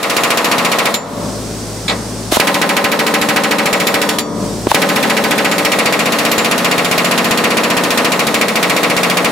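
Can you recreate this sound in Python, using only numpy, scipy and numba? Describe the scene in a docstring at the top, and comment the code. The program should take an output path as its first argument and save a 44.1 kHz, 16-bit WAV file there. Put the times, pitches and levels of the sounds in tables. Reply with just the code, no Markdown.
"""A pneumatic hammer chisels at the rivets of an iron girder, in front of a stereo microphone in a yard.
It runs in three bursts of some 14 blows a second, with a few loose knocks in between. At each blow
the exhaust pops, the tip cracks and the girder chirps and rings; spent air puffs out on the return.
Farther back a compressor engine drones and a hose leaks. The camera's limiter holds the hammering
down and lets engine and leak swell up in the pauses."""
import sys
import numpy as np
from scipy import signal
from scipy.fft import rfft, irfft
from scipy.io import wavfile
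from numba import njit

SR = 44100
rng = np.random.default_rng(int(sys.argv[2]) if len(sys.argv) > 2 else 0)


def write(x):
    x = np.atleast_2d(x).T
    wavfile.write(sys.argv[1], SR, np.round(np.clip(x, -1, 1) * 32767).astype(np.int16))


N = 410571
LEAD = SR // 3  # samples of run-up before the scene opens
TIME = np.arange(-LEAD, N) / SR
RING_TIME = np.arange(65536) / SR  # seconds since a strike
LEFT_RIGHT = np.array([[1], [-1]])

# image at the microphone pair: freq_hz, side_minus_mid_db, left_minus_right_db
STEREO_IMAGE = [(100, -5.5, 0.5), (292, -19.5, 3.5), (700, -8, 1.2), (1340, -7, 1.1), (2920, -4.5, -2),
                (6000, -4.5, -1.5), (9150, -6, 0.5), (14700, 0, -2)]
# compressor engine harmonics: multiple of the firing rate, level_db
ENGINE_HARMONICS = [(1, -4), (2, 1), (3, -14), (4, -11), (5, -17), (6, -16), (7, -19), (9, -19)]
# engine clatter from across the yard: freq_hz, density_db
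CLATTER_SPECTRUM = [(20, -41), (70, -11), (130, -3.5), (200, 5.5), (310, 0.5), (550, -3), (1000, -12),
                    (1600, -17.5), (2600, -31), (6000, -44)]
# hiss of the leaking hose: freq_hz, density_db
LEAK_SPECTRUM = [(1500, -6.5), (3000, -6.5), (4300, -3.5), (4900, -0.5), (5150, -1.5), (5500, 0),
                 (6000, -1.5), (6700, -3.5), (7600, -3), (9000, -3.5), (10500, -11), (13000, -15),
                 (16000, -23)]

# spent air at the exhaust port: freq_hz, density_db
EXHAUST_SPECTRUM = [(150, -35), (600, 14.5), (1500, 7.5), (3000, 8), (3950, 10), (4700, 4.5), (7000, 3.5),
                    (10000, 2.5), (13000, -1.5), (16000, -8)]
# air rushing through as the trigger opens and closes: start_s, peak_s, end_s, level_db
AIR_RUSHES = [(.87, 1.1, 1.34, -28), (2.31, 2.33, 2.84, -6), (4.11, 4.8, 4.5, -32), (4.662, 4.742, 5.6, -7)]
# the port coughs as the piston gets going: start_s, pop_db, pitch_hz, t60_s, blast_db
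PORT_COUGHS = [(2.3232, 6, 330, .025, 4), (2.3695, 9, 600, .014, 17), (4.6698, 6, 330, .02, 4),
               (4.7152, 9, 600, .014, 17)]
# air blast of a cough: freq_hz, density_db
COUGH_SPECTRUM = [(30, -14), (150, 0), (500, 1.5), (1000, -1), (1600, -11), (2600, -23), (8000, -31),
                  (16000, -40)]

# clink of the loose chisel in the barrel: freq_hz, density_db
CLINK_SPECTRUM = [(1500, -16), (2250, -4), (2800, -25), (3400, -1), (3950, 2), (4400, -8), (5000, -10),
                  (6000, -32), (7200, -9), (9000, -43)]
# modes of the barrel: pitch_hz, level_db, t60_s
BARREL_RING = [(3950, 10, .11), (4060, 24, .07)]
# crack at the chisel tip: freq_hz, density_db
CRACK_SPECTRUM = [(40, -26), (130, 7.5), (800, 0.5), (2500, 4), (4000, 5), (6000, -1.5), (8000, -3.5),
                  (11000, -4), (13500, -8), (16000, -12.5)]
# modes of the chisel shank: pitch_hz, level_db, t60_s
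SHANK_RING = [(3450, -9.5, 0.49), (4610, -6.5, 0.22), (5450, -8.5, 0.19), (5830, -12.5, 0.49),
              (7150, 0, 0.19), (10000, -7.5, 0.08), (11900, -9, 0.073), (12400, -7.5, 0.12),
              (14300, -18, 0.091)]

# strongest modes of the girder: pitch_hz, level_db, t60_s
GIRDER_RING = [(181, -3, .9), (216, -5, 1.2), (227, -3, .8), (296, 2, .7), (442, -4.5, .6), (488, -7, .7),
               (585, -5, 1.5), (683, -6, .55), (880, -8, .6), (967, -4, .8), (1036, -2, .7),
               (1222, -2, .55), (1502, -5, .45), (1686, -6, .25), (1810, -6, .3), (1944, -8, .35),
               (2056, -7, .28), (2160, -8, .15), (2374, -6, .11), (2562, -8, .18)]
# its dense lesser modes: freq_hz, density_db, t60_s
GIRDER_WASH = [(69.85, -70, .6), (107.04, -13.5, 0.4), (166, 0, 1), (258, 2.5, 0.54), (326, -3.5, 0.73),
               (515, 3.5, 0.38), (840, -1, 0.29), (1110, 1.5, 0.37), (1520, -5.5, 0.18), (1740, -1, 0.21),
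               (2490, -1.5, 0.1), (2860, -8.5, 0.1), (4200, -11, 0.21), (7350, -21.5, 0.058)]
# bending waves coming back from its edges: travel_s (at 1 kHz), level_db
EDGE_ECHOES = [(0.012, -4), (.019, -3), (0.027, 0.5), (.031, -5), (.039, -3.5)]
# colour of those echoes: freq_hz, density_db
ECHO_SPECTRUM = [(130, -28), (200, 1.5), (300, 3.5), (380, -6.5), (450, 3.5), (550, 1.5), (670, 1.5),
                 (1100, -1.5), (1450, -7), (1800, -2.5), (2350, -3.5), (2900, -18.5), (6000, -31)]

# how the tool bears on the girder: time_s, low_ring_db, mid_clang_db, shank_ring_db
TOOL_GRIP = [(0, -4, 0.5, -7), (.9, -4, 2, -8), (2.4, -0.5, 0, -9), (3.6, -1.5, 0.5, -4),
             (3.9, 0.5, 0, -3.5), (4.799, 3, -2, -1), (5.8, -2, -2.5, -4), (6.6, -1.5, -2, -3),
             (7.6, -1, -2, -3), (9.3, -1, -1, -13)]
# the loose tool knocks on the iron: start_s, girder_db, crack_db, shank_ring_db, clink_db
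LOOSE_TAPS = [(0.94, -17.5, -2.5, -9.5, 6), (1.8798, -28.5, -42, -34, -10), (1.8968, -33, -47, -42, -9),
              (4.184, -23, -5.5, -6, -22)]
# the trigger is held: start_s, end_s, strength_db, crack_db
TRIGGER_PULLS = [(0.0275, .89, -3, -3), (2.3985, 4.12, -2.5, -1.5), (4.745, 9.28, -2, -3.5)]
# the piston's pace follows how hard the tool is leant on, one curve a pull: time_s, blows_per_s
PISTON_PACE = [
    [(0.34, 14.53), (0.44, 13.78), (0.58, 15.41), (0.65, 14.5)],
    [(2.55, 14.0), (2.62, 13.21), (3.09, 13.48), (3.39, 13.56), (3.46, 13.32), (3.87, 14.4), (3.94, 13.42)],
    [(4.82, 13.9), (4.96, 14.53), (5.32, 14.0), (5.41, 15.01), (5.79, 14.35), (6.12, 15.61), (6.66, 14.9),
     (7.58, 15.42), (8.28, 13.13), (8.41, 14.75), (8.54, 13.23), (8.66, 14.71), (9.08, 15.11),
     (9.16, 13.31)],
]
# single blows land softer as the tool is lifted or the chisel slips: time_s, level_db
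WEAK_BLOWS = [(.85, -1.5), (3.8, -6.5), (4.02, -5), (4.09, -8), (8.27, -8), (8.48, -3.5)]


def undb(db):
    """Decibels to gain."""
    return 10 ** (np.asarray(db) / 20)


def unit(x):
    """Scale to rms 1."""
    return x / np.sqrt(np.mean(x ** 2))


def at_hz(table, hz, column=1):
    """Read a column of a table on a log-frequency axis."""
    table = np.array(table, float)
    return np.interp(np.log(np.maximum(hz, 1)), np.log(table[:, 0]), table[:, column])


def butter(x, order, hz, kind):
    """Butterworth filter."""
    return signal.sosfilt(signal.butter(order, hz, kind, fs=SR, output="sos"), x)


def balance(hz):
    """Left and right gains at the microphone pair."""
    return undb(LEFT_RIGHT * at_hz(STEREO_IMAGE, hz, column=2) / 2)


def noise(spectrum, size=len(TIME)):
    """Stereo noise of a given colour, wider towards the treble."""
    hz = np.arange(size // 2 + 1) * SR / size
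    mid, side = rfft(rng.standard_normal((2, size)))
    pair = (mid + LEFT_RIGHT * side * undb(at_hz(STEREO_IMAGE, hz))) * balance(hz)
    return unit(irfft(pair * undb(at_hz(spectrum, hz)), size))


def fade(t60):
    """Exponential decay, 60 dB down after t60 seconds."""
    return np.exp(-np.log(1000) * RING_TIME / t60)


def envelope(rise_s, t60):
    """Quick rise, then exponential decay."""
    return fade(t60) * (1 - np.exp(-RING_TIME / rise_s))


def strikes(times, db):
    """One impulse for each event."""
    pulses = np.zeros(len(TIME))
    np.add.at(pulses, np.searchsorted(TIME[:-1], times), undb(db))
    return pulses


def play(pulses, response):
    """Every impulse sets off the response."""
    return signal.fftconvolve(np.atleast_2d(pulses), np.atleast_2d(response))[:, :len(TIME)]


def per_blow(response):
    """Scale a response so that 14.5 of them a second give about rms 1."""
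    energy = np.mean(np.sum(np.atleast_2d(response) ** 2, axis=1))
    return response * np.sqrt(SR / 14.5 / energy)


def noise_bursts(times, db, spectrum, rise_s, t60):
    """Fresh noise for each event; overlapping bursts add in power."""
    power = play(strikes(times, 2 * db), envelope(rise_s, t60) ** 2)
    return np.sqrt(np.abs(power)) * noise(spectrum)


def modes(table, build_s):
    """Decaying partials build up as waves cross the iron; each meets each microphone in its own phase."""
    ring = 0
    for hz, db, t60 in table:
        spread = np.arctan(undb(at_hz(STEREO_IMAGE, hz)))
        phase = rng.uniform(0, 2 * np.pi) + LEFT_RIGHT * rng.choice([-1, 1]) * spread
        partial = np.sin(2 * np.pi * hz * RING_TIME + phase) * envelope(build_s, t60)
        ring = ring + per_blow(partial) * undb(db) * balance(hz)
    return per_blow(ring)


def compressor(firing_hz=54.15):
    """At the back, the engine drones at a slightly wandering speed; its clatter throbs as it fires."""
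    wander = np.interp(TIME, np.linspace(0, N / SR, 60), rng.standard_normal(60))
    phase = 2 * np.pi * np.cumsum(firing_hz * (1 + 0.0074 * wander)) / SR
    drone = sum(undb(db) * np.sin(k * phase + rng.uniform(0, 2 * np.pi)) for k, db in ENGINE_HARMONICS)
    clatter = noise(CLATTER_SPECTRUM) * (1 + 0.064 * np.sin(phase))
    return undb(-28.5) * unit(drone) + undb(-25) * clatter


def hose_leak():
    """Air escapes from the hose in a steady background hiss."""
    return undb(-29.5) * noise(LEAK_SPECTRUM)


def pop(hz, t60):
    """A short pressure swing at the exhaust port: the rate of change of a small ringing flow."""
    omega = 2 * np.pi * hz
    flow = np.sin(omega * RING_TIME) * envelope(1 / omega, t60)
    return -np.gradient(flow) * SR / omega


def exhaust(times, blow_db):
    """A pop with each blow, a puff on the return stroke, and a coughing rush when the trigger opens."""
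    pops = undb(22.5) * play(strikes(times - .0005, blow_db / 2), pop(hz=444, t60=0.0052))
    pops = butter(pops, 4, 210, "highpass")  # a small port radiates no bass
    puff = np.exp(-.5 * ((RING_TIME - .048) / 0.028) ** 2)
    flow = undb(-3) * play(strikes(times, blow_db / 2), puff)
    for start, peak, end, rush_db in AIR_RUSHES:  # the flow swells as the valve opens
        flow = flow + undb(rush_db) * np.interp(TIME, [start, peak, end], [0, 1, 0]) ** 1.36
    coughs = sum(play(strikes([start], db), pop(hz, t60)) for start, db, hz, t60, _ in PORT_COUGHS)
    cough_s, *_, blast_db = np.transpose(PORT_COUGHS)
    blasts = noise_bursts(cough_s, blast_db, COUGH_SPECTRUM, rise_s=0.00075, t60=0.025)
    return pops + coughs + blasts + flow * noise(EXHAUST_SPECTRUM)


def barrel(times, db):
    """The loose chisel rattles in the barrel, which rings briefly."""
    clinks = noise_bursts(times, db, CLINK_SPECTRUM, rise_s=0.00084, t60=0.1)
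    return clinks + undb(-25) * play(strikes(times, db), modes(BARREL_RING, build_s=0.00082))


def chisel(times, crack_db, ring_db):
    """The tip crunches into rust and steel and chatters once; each blow favours other shank modes."""
    lag, force, *mode_luck = rng.standard_normal((len(times), len(SHANK_RING) + 2)).T
    contact_s = times + .0007
    crack = noise_bursts(contact_s, crack_db + 14.5, CRACK_SPECTRUM, rise_s=0.001, t60=0.083)
    chatter_s = contact_s + 0.0091 + 0.0022 * lag
    chatter_db = crack_db + 1.5 + 2 * force
    chatter = noise_bursts(chatter_s, chatter_db, CRACK_SPECTRUM, rise_s=0.0004, t60=0.13)
    shank = 0
    for (hz, db, t60), luck in zip(SHANK_RING, mode_luck):
        drive = strikes(contact_s, ring_db + db + 5.4 * luck)
        shank = shank + play(drive, modes([(hz, 0, t60)], build_s=0.00051))
    return crack + chatter + undb(-8) * shank


def girder_wash(spread_s=0.02):
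    """Dense ring of the girder; bending waves are dispersive, so lows build up later than highs."""
    wash = 0
    for hz in 80 * 2 ** (np.arange(21) / 3):  # third octaves
        band = noise([(hz / 1.3, -90), (hz / 1.12, 0), (hz * 1.12, 0), (hz * 1.3, -90)], len(RING_TIME))
        arrival_s = spread_s * np.sqrt(1000 / max(hz, 500))
        build = 1 - np.exp(-(RING_TIME / arrival_s) ** 2)
        # the first passes are the strongest, before the waves leak into the rest of the structure
        t60 = at_hz(GIRDER_WASH, hz, column=2)
        decay = fade(t60) + 0.12 * fade(3.7 * t60)
        wash = wash + per_blow(band * build * decay) * undb(at_hz(GIRDER_WASH, hz)) * np.sqrt(hz)
    return per_blow(wash)


def edge_chirps(mic_gap_s=.00006):
    """Bending waves gain speed with the root of frequency, so each edge echo is a falling chirp."""
    hz = np.arange(len(RING_TIME) // 2 + 1) * SR / len(RING_TIME)
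    echoes = 0
    for travel_s, db in EDGE_ECHOES:
        turns = 2 * (travel_s + np.array([[0], [mic_gap_s]])) * np.sqrt(1000 * hz)
        echoes = echoes + undb(db) * np.exp(2j * np.pi * (rng.uniform() - turns))
    chirps = irfft(echoes * undb(at_hz(ECHO_SPECTRUM, hz)))
    return per_blow(chirps[:, :len(RING_TIME) // 4])


def girder(times, db):
    """Blows ring the same iron over and over; the tip wanders, and the grip picks the modes it feeds."""
    grip_s, low_db, clang_db, _ = np.transpose(TOOL_GRIP)
    force = strikes(times, db)
    low = butter(force, 1, 700, "lowpass")
    clang = butter(force, 1, [800, 1400], "bandpass")
    for part, part_db in ((low, low_db), (clang, clang_db)):
        force = force + part * (undb(np.interp(TIME, grip_s, part_db)) - 1)
    tip_place = np.interp(TIME, np.sort(times), np.cumsum(0.35 * rng.standard_normal(len(times))))
    wash = sum(play(force * share, girder_wash()) for share in (np.cos(tip_place), np.sin(tip_place)))
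    ring = play(force, modes(GIRDER_RING, build_s=0.0012))
    chirps = play(force, edge_chirps())
    iron = undb(9) * wash + undb(6) * ring + undb(6.5) * chirps
    return butter(iron, 4, 85, "highpass")  # an open plate radiates no bass


def piston_blows(surge_db=3, surge_crack_db=2, surge_s=.15, scatter_db=1.98, crack_scatter_db=0.6):
    """The piston strikes once a cycle while the trigger is held: time_s, strength_db, crack_db."""
    pulls = []
    for (start, end, strength_db, tip_db), pace in zip(TRIGGER_PULLS, PISTON_PACE):
        cycles = np.cumsum(np.interp(TIME, *np.transpose(pace))) / SR
        cycles = cycles - np.interp(start, TIME, cycles)
        first_cycle = 0 if pulls else np.ceil(cycles[0])  # the first burst is already under way
        times = np.interp(np.arange(first_cycle, np.interp(end, TIME, cycles)), cycles, TIME)
        surge = np.exp(-(times - times[0]) / surge_s)  # a fully charged hose hits harder at first
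        pulls.append([times, strength_db + surge_db * surge, tip_db + surge_crack_db * surge])
    times, blow_db, crack_db = np.hstack(pulls)
    for weak_s, weak_db in WEAK_BLOWS:
        blow_db[np.argmin(abs(times - weak_s))] += weak_db
    seat, bite = rng.standard_normal((len(times), 2)).T  # no two blows seat alike
    return times, blow_db + scatter_db * seat, crack_db + crack_scatter_db * bite


def hammer():
    """Up front, piston blows and loose taps go through the same chisel into the same girder."""
    blow_s, blow_db, crack_db = piston_blows()
    tap_s, tap_db, tap_crack_db, tap_ring_db, clink_db = np.transpose(LOOSE_TAPS)
    grip_s, *_, shank_db = np.transpose(TOOL_GRIP)
    times = np.r_[blow_s, tap_s]
    ring_db = np.interp(blow_s, grip_s, shank_db) + crack_db
    clinks = barrel(tap_s, clink_db)
    iron = girder(times, np.r_[blow_db, tap_db])
    steel = chisel(times, np.r_[crack_db, tap_crack_db], np.r_[ring_db, tap_ring_db])
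    return iron + steel + exhaust(blow_s, blow_db) + clinks


def scene():
    """From the microphone: the hammer in front, already at work, compressor and hose behind."""
    return (hammer() + compressor() + hose_leak())[:, LEAD:]


@njit
def limiter_gain(peaks, ceiling, attack_db_per_s, release_db_per_s):
    """Gain falls at a set rate while over the ceiling and creeps back to 1; sudden bangs slip by."""
    attack = 10 ** (-attack_db_per_s / SR / 20)
    release = 10 ** (release_db_per_s / SR / 20)
    gains = np.empty(len(peaks))
    gain = min(1., ceiling / peaks[:SR // 10].max())
    for i in range(len(peaks)):
        gain = gain * attack if peaks[i] * gain > ceiling else min(gain * release, 1.)
        gains[i] = gain
    return gains


def record(dry):
    """The camera limits the level, clips what slips through and cuts the treble above 15.75 kHz."""
    peaks = np.abs(dry).max(axis=0)
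    gain = limiter_gain(peaks, ceiling=0.63, attack_db_per_s=3322.5, release_db_per_s=71)
    clipped = np.clip(dry * gain, -1, 1)
    return signal.sosfilt(signal.ellip(10, .2, 70, 15750, fs=SR, output="sos"), clipped)


dry = scene()
out = record(dry)
write(out)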